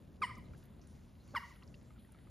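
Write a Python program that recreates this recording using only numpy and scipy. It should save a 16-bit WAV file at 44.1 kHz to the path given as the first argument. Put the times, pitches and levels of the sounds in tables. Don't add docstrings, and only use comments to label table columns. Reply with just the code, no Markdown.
import sys
import numpy as np
from scipy import signal
from scipy.fft import rfft, irfft, next_fast_len
from scipy.io import wavfile

SR = 44100
rng = np.random.default_rng(int(sys.argv[2]) if len(sys.argv) > 2 else 0)


def master(y):
    cut = np.clip(np.atleast_2d(y).T, -1, 1)
    pcm = np.round(cut * 32767)
    wavfile.write(sys.argv[1], SR, pcm.astype(np.int16))


def rack_gain(trim_db):
    fader = np.asarray(trim_db, float)
    return 10 ** (fader / 20)


N = 101429


def rms_one(x):
    return x / np.sqrt(np.mean(x ** 2) + 1e-20)


def at_hz(points, hz):
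    table_hz, values = np.array(points).T
    return np.interp(np.log(hz), np.log(table_hz), values)


def over_time(table):
    s, *columns = np.transpose(table)
    return [np.interp(np.arange(N) / SR, s, column) for column in columns]


def drift(rate_hz):
    r = np.exp(-2 * np.pi * rate_hz / SR)
    wander = signal.lfilter([1], [1, -2 * r, r * r], rng.standard_normal(N + SR))
    return rms_one(wander[SR:])


def band(x, low_hz, high_hz):
    limits = [max(low_hz, 10), min(high_hz, .45 * SR)]
    return signal.sosfilt(signal.butter(2, limits, "band", fs=SR, output="sos"), x)


def narrow_noise(noise, hz, width_hz):
    edges = hz - width_hz / 2, hz + width_hz / 2
    return rms_one(band(band(noise, *edges), *edges))


def add(out, s, sound):
    i = int(s * SR)
    out[i:i + len(sound)] += sound[:max(len(out) - i, 0)]


def puffs(rows, tail_db, t60, edge):
    out, t = np.zeros(N), np.arange(SR // 2) / SR
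    for (s, hold, hz, width_hz, db), noise in zip(rows, rng.standard_normal((len(rows), len(t)))):
        held = np.clip((hold - t) / edge, 0, 1)
        tail = rack_gain(tail_db - 60 * (t - hold) / t60)
        shape = np.minimum(t / edge, 1) * (held + (1 - held) * tail)
        add(out, s, rack_gain(db) * narrow_noise(noise, hz, width_hz) * shape)
    return out


# (pitch [Hz], likeness [0 to 1])
LIKENESS = [(30, .98), (60, .96), (110, .93), (200, .8), (380, .66), (700, .3), (1290, .74), (2380, .98),
            (6000, .998)]


def banded_noise(spectrum, patchy_db, shared_db):
    out, together, white = 0, drift(2.35), rng.standard_normal((2, 2, N))
    edges = np.geomspace(spectrum[0][0], spectrum[-1][0], 12)
    for k, (low, high) in enumerate(zip(edges, edges[1:])):
        mid, side = band(white[k % 2], low, high)
        hz = np.sqrt(low * high)
        alike = np.clip(at_hz(LIKENESS, hz), -1, 1)
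        gain = rack_gain(at_hz(spectrum, hz) + shared_db * together + patchy_db * drift(10.4))
        out = out + gain * (np.sqrt(1 + alike) * mid + np.sqrt(1 - alike) * side * [[1], [-1]])
    return rms_one(out)


# (pitch [Hz], level [dB per Hz])
TRAFFIC_TONE = [(13, -65), (22, -29), (53, -2.5), (81, 4), (146, -7.5), (184, -4), (257, -16), (360, -12.5),
                (1200, -38), (1560, -81), (2640, -120)]
# (time [s], level [dB])
TRAFFIC_SWELL = [
    (0, 1.7),
    (.3, 2.7),
    (.6, 1.5),
    (.85, 1),
    (1.1, -1.5),
    (1.3, 0),
    (1.5, -1.2),
    (1.75, -0.4),
    (1.9, -2),
    (2.3, -0.5),
]


def rumble():
    level_db, pan_db = -56, .5
    traffic = rack_gain(level_db) * banded_noise(TRAFFIC_TONE, patchy_db=-0.2, shared_db=1.47)
    swell_db, = over_time(TRAFFIC_SWELL)
    return traffic * rack_gain(pan_db * np.array([[1], [-1]])) * rack_gain(swell_db)


# (pitch [Hz], level [dB per Hz])
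LEAF_TONE = [(700, -1), (1500, -1.5), (3000, -9.5), (5000, -9.5), (7500, -8.5), (10000, -15),
             (12500, -22.5), (15200, -13)]
# (time [s], level [dB], brightness [dB])
GUSTS = [(0, -79.5, -6), (.2, -83.5, 0), (.45, -81, -1), (.62, -78.5, -1.5), (.72, -82, -8.5),
         (.9, -82, 0.5), (1.18, -82.5, -3.5), (1.3, -79.5, 1.5), (1.5, -76.5, 5), (1.6, -81, -5),
         (1.7, -81.5, 2.5), (1.85, -81.5, 0), (1.95, -84, -6.5), (2.3, -80.5, -10)]


def leaves():
    level_trim_db, crackles_per_s, low_crackle_db, high_crackle_db = 6.5, 220, -8, -16
    gust_db, bright_db = over_time(GUSTS)
    when = rng.random(N) < crackles_per_s / SR
    strength = rack_gain(3.8 * np.minimum(rng.exponential(1, N), 3))
    crackle = when * strength * rng.choice([-1, 1], N)
    other_crackle = np.roll(crackle, N // 2)
    hiss = banded_noise(LEAF_TONE, patchy_db=1.8, shared_db=1.1)
    hiss = hiss + rack_gain(low_crackle_db) * rms_one(band(crackle, 1600, 4300))
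    hiss = hiss + rack_gain(high_crackle_db) * rms_one(band(other_crackle, 5700, 16000))
    top = band(hiss, 3930, 8600)
    return rack_gain(gust_db + level_trim_db) * (hiss + (rack_gain(bright_db) - 1) * top)


# (time [s], peak level [dB], centre [Hz])
TICKS = [(.133, -79, 5000), (.166, -76, 13500), (.2084, -64, 9800), (.292, -68, 13800), (0.354, -55, 6140),
         (0.379, -58.5, 11500), (.465, -67, 3960), (.5666, -65, 9300), (.5771, -60, 3560),
         (0.578, -62, 10400), (.627, -67, 5200), (0.6385, -61.5, 12400), (.655, -59.5, 11700),
         (0.772, -67, 3500), (0.815, -55.5, 5400), (0.8724, -54.5, 8450), (.9747, -67, 10800),
         (1.015, -63, 2540), (1.0919, -68, 3070), (1.19, -68, 1980), (1.277, -62, 3000),
         (1.277, -59.5, 9500), (1.49, -60, 2820), (1.5586, -52, 3000), (1.5623, -62, 11000),
         (1.6243, -53.5, 2900), (1.635, -54, 4470), (1.6766, -55.5, 5630), (1.745, -55, 2870),
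         (1.748, -54, 3970), (1.8287, -64, 9500), (1.985, -61, 3150), (1.9962, -62, 9800),
         (2.0753, -68, 9560), (2.121, -52, 9350), (2.1201, -64, 13500), (2.1894, -70, 11600),
         (2.2563, -72, 10500)]


def ticks():
    t60_s, width, trim_db = 0.03, 0.4, -8.5
    out, t = np.zeros(N), np.arange(SR // 10) / SR
    for (s, db, hz), noise in zip(TICKS, rng.standard_normal((len(TICKS), len(t)))):
        burst = narrow_noise(noise, hz, width * hz)
        add(out, s - .001, rack_gain(db + trim_db - 60 * t / t60_s) * burst)
    return out


# (start [s], hold [s], centre [Hz], width [Hz], level [dB])
CATCHES = [
    (.217, .012, 1650, 500, -49),
    (1.3485, .005, 1550, 600, -43),
    (1.338, .018, 570, 400, -59),
    (1.349, .006, 3500, 3000, -60),
    (.205, .02, 450, 300, -60),
]


def catches():
    return puffs(CATCHES, tail_db=-7.5, t60=0.28, edge=0.001)


# (end [s], length [s], level [dB])
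CREAKS = [
    (.2165, .005, -41),
    (1.3482, .0155, -35),
]


def creaks():
    from_hz, to_hz, ring_hz, ring_s, swell_db = 240, 300, 800, .006, 14
    out, t = np.zeros(N), np.arange(0, .02, 1 / SR)
    for end, length, db in CREAKS:
        s = 0.
        while s < length:
            share = s / length
            fade = rack_gain(-60 * t / ring_s) * (1 - np.exp(-t / 0.0001))
            ring = np.sin(2 * np.pi * ring_hz * (0.36 + share) * t) * fade
            add(out, end - length + s, rack_gain(db - swell_db * (1 - share)) * ring)
            s += 1 / (from_hz + (to_hz - from_hz) * share)
    return out


# (time [s], pitch [Hz], fundamental [dB], second partial [dB], third partial [dB])
PEEPS = [
    [(.217, 1250, -58, -75, -80), (.2195, 1240, -37, -47, -67), (.226, 1180, -29, -41, -62),
     (.233, 1078, -33, -38, -50), (.239, 1022, -32, -35, -46), (.244, 985, -38, -39, -44),
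     (.249, 970, -47, -40, -45), (.254, 965, -47, -46, -57), (.26, 960, -58, -64, -62)],
    [(1.349, 1330, -60, -80, -88), (1.3515, 1350, -31, -57, -76), (1.357, 1215, -34, -58, -63),
     (1.36, 1115, -35, -40, -57), (1.365, 1055, -32, -41, -53), (1.371, 990, -38, -35, -44),
     (1.377, 958, -40, -38, -44), (1.381, 938, -41, -39, -50), (1.387, 925, -57, -64, -64)],
]
# (multiple of the pitch, level [dB])
OVERTONES = [(4, -22), (5, -22), (6, -32), (7, -34), (8, -30), (9, -38), (10, -42)]
# (time [s], multiple, half width [s])
CANCELS = [
    (.2305, 1, .003),
    (.223, 2, .001),
    (.2445, 2, .0015),
    (.2422, 3, .0012),
    (.227, 3, .002),
    (1.3545, 1, .003),
    (1.3695, 1, .003),
    (1.354, 2, .004),
    (1.374, 2, .0015),
    (1.3748, 3, .0015),
]


def voice():
    jitter, jitter_hz, flutter_db, flutter_hz = .011, 300, 4.5, 200
    cancel_rest = .15
    bill_hz, bill_width_hz, bill_off_db = 4800, 750, -17
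    out, wobble = np.zeros(N), drift(jitter_hz)
    flutter = [drift(flutter_hz) for _ in OVERTONES]
    for rows in PEEPS:
        s, *columns = np.transpose(rows)
        t = np.arange(s[0], s[-1], 1 / SR)
        start = int(s[0] * SR)
        here = slice(start, start + len(t))
        hz, *levels_db = [np.interp(t, s, c) for c in columns]
        phase = 2 * np.pi * np.cumsum(hz * (1 + jitter * wobble[here])) / SR
        partials = [rack_gain(db) * np.exp(1j * (k + 1) * phase) for k, db in enumerate(levels_db)]
        for when, k, half in CANCELS:
            u = (t - when) / half
            partials[k - 1] = partials[k - 1] * (u + 1j * cancel_rest) / np.sqrt(1 + u ** 2)
        tone = sum(partials).real
        effort_db = (levels_db[0] + levels_db[1]) / 2
        steady_phase = 2 * np.pi * np.cumsum(hz) / SR
        for (k, db), f in zip(OVERTONES, flutter):
            off_bill = 1 - np.exp(-((k * hz - bill_hz) / bill_width_hz) ** 2)
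            bill_db = bill_off_db * off_bill * (k <= 6)
            level_db = effort_db + db + bill_db + flutter_db * f[here]
            tone += rack_gain(level_db) * np.sin(k * steady_phase)
        add(out, s[0], -np.sqrt(2) * tone * signal.windows.tukey(len(t), .05))
    return out


# (start [s], hold [s], centre [Hz], width [Hz], level [dB])
WHEEZES = [(.222, .045, 8400, 1000, -57), (.229, .035, 4950, 1100, -61), (.219, .035, 4000, 1600, -64),
           (.219, .04, 8400, 2800, -63), (.222, .045, 15400, 400, -73), (.225, .03, 12800, 1200, -78),
           (1.349, .04, 12000, 6000, -73), (1.358, .03, 13100, 1200, -73), (1.357, .03, 4700, 2200, -62),
           (1.355, .03, 8300, 2200, -67), (1.359, .01, 10600, 900, -69), (1.352, .04, 15500, 400, -77)]


def wheezes():
    return puffs(WHEEZES, tail_db=-6, t60=.5, edge=0.00093)


# (delay [s], level [dB])
BANKS = [
    (.045, -21),
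    (.073, -16),
    (.11, -28),
    (.148, -26),
]


def trees(x):
    level_db, t60_s, rise_s, echoes_per_s, wide = -35, .55, .01, 5000, .5
    t = np.arange(SR // 2) / SR
    chosen = rng.random((2, len(t))) < echoes_per_s / SR
    scatter = rng.standard_normal((2, len(t))) * chosen
    mid, side = scatter * rack_gain(level_db - 60 * t / t60_s) * (1 - np.exp(-t / rise_s))
    both_sides = mid + wide * side * [[1], [-1]]
    leaf_echo = signal.fftconvolve(band(x, 1300, 3520)[None], both_sides, axes=1)[:, :N]
    bank_echo, dull = np.zeros(N), band(x, 100, 2480)
    for s, db in BANKS:
        add(bank_echo, s, rack_gain(db) * dull[:N - int(s * SR)])
    return leaf_echo + bank_echo


# (start [s], hold [s], centre [Hz], width [Hz], level [dB])
RUSTLES = [(.82, .02, 5700, 1800, -77), (1.235, .1, 6500, 2500, -79), (.57, .03, 9000, 6000, -77),
           (.87, .06, 9000, 2500, -78), (.44, .03, 4000, 700, -78), (1.615, .02, 1200, 500, -68),
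           (.29, .012, 1550, 400, -64), (1.275, .05, 4450, 350, -77), (1.2, .025, 4150, 200, -80),
           (1.445, .015, 4500, 200, -72), (1.84, .11, 7500, 350, -84), (1.98, .03, 3200, 2000, -76),
           (1.93, .05, 14500, 1200, -89), (2.0, .06, 10500, 4000, -79), (2.07, .2, 9500, 2500, -84),
           (1.55, .04, 10500, 2500, -81)]


def rustles():
    return puffs(RUSTLES, tail_db=-2, t60=0.094, edge=0.0027)


# (time [s], peak level [dB], pitch [Hz])
DROPS = [(0.537, -58, 1380), (0.549, -60.5, 1620), (0.795, -65, 690), (1.56, -65, 1980), (1.629, -60, 1960),
         (1.744, -52.5, 2740), (1.789, -69, 1190), (1.907, -59.5, 1250), (1.963, -64.5, 1410),
         (1.981, -66, 1280), (2.05, -63, 1900), (2.092, -66.5, 883), (2.149, -60, 1300), (2.19, -62, 1910),
         (2.273, -63, 1243)]


def drops():
    cycles, trim_db = 38, 3.5
    out, t = np.zeros(N), np.arange(0, .08, 1 / SR)
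    for s, db, hz in DROPS:
        main = np.sin(2 * np.pi * hz * t)
        above = np.sin(2 * np.pi * 1.7 * hz * t)
        below = np.sin(2 * np.pi * 0.72 * hz * t)
        tones = main + rack_gain(-8) * (above + below)
        fade = rack_gain(db + trim_db - 60 * t * hz / cycles) * (1 - np.exp(-t / 0.00046))
        add(out, s - .002, fade * tones)
    return out


def scene():
    background = rumble() + leaves()
    bird = creaks() + voice()
    rasp = catches() + wheezes()
    small = ticks() + rustles() + drops()
    return background + bird + trees(bird) + rasp + small


def top_cut(x):
    return signal.sosfilt(signal.butter(12, 15680, fs=SR, output="sos"), x)


# (pitch [Hz], phase difference [rad])
PORT_PHASE = [(0, 0), (1000, .2), (2000, .15), (3300, .45), (5800, 0), (6700, .3), (7900, 3.0), (8750, 3.0),
              (9500, 1.3), (10600, .2), (12600, 0), (14200, -1.1), (15300, -2.4)]


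def record(dry):
    size = next_fast_len(N + 4096)
    hz, turn = np.transpose(PORT_PHASE)
    half = np.exp(.5j * np.interp(np.arange(size // 2 + 1) * SR / size, hz, turn))
    ported = irfft(rfft(dry, size) * [half, half.conj()], size)[:, :N]
    return top_cut(ported)


dry = scene()
out = record(dry)
master(out)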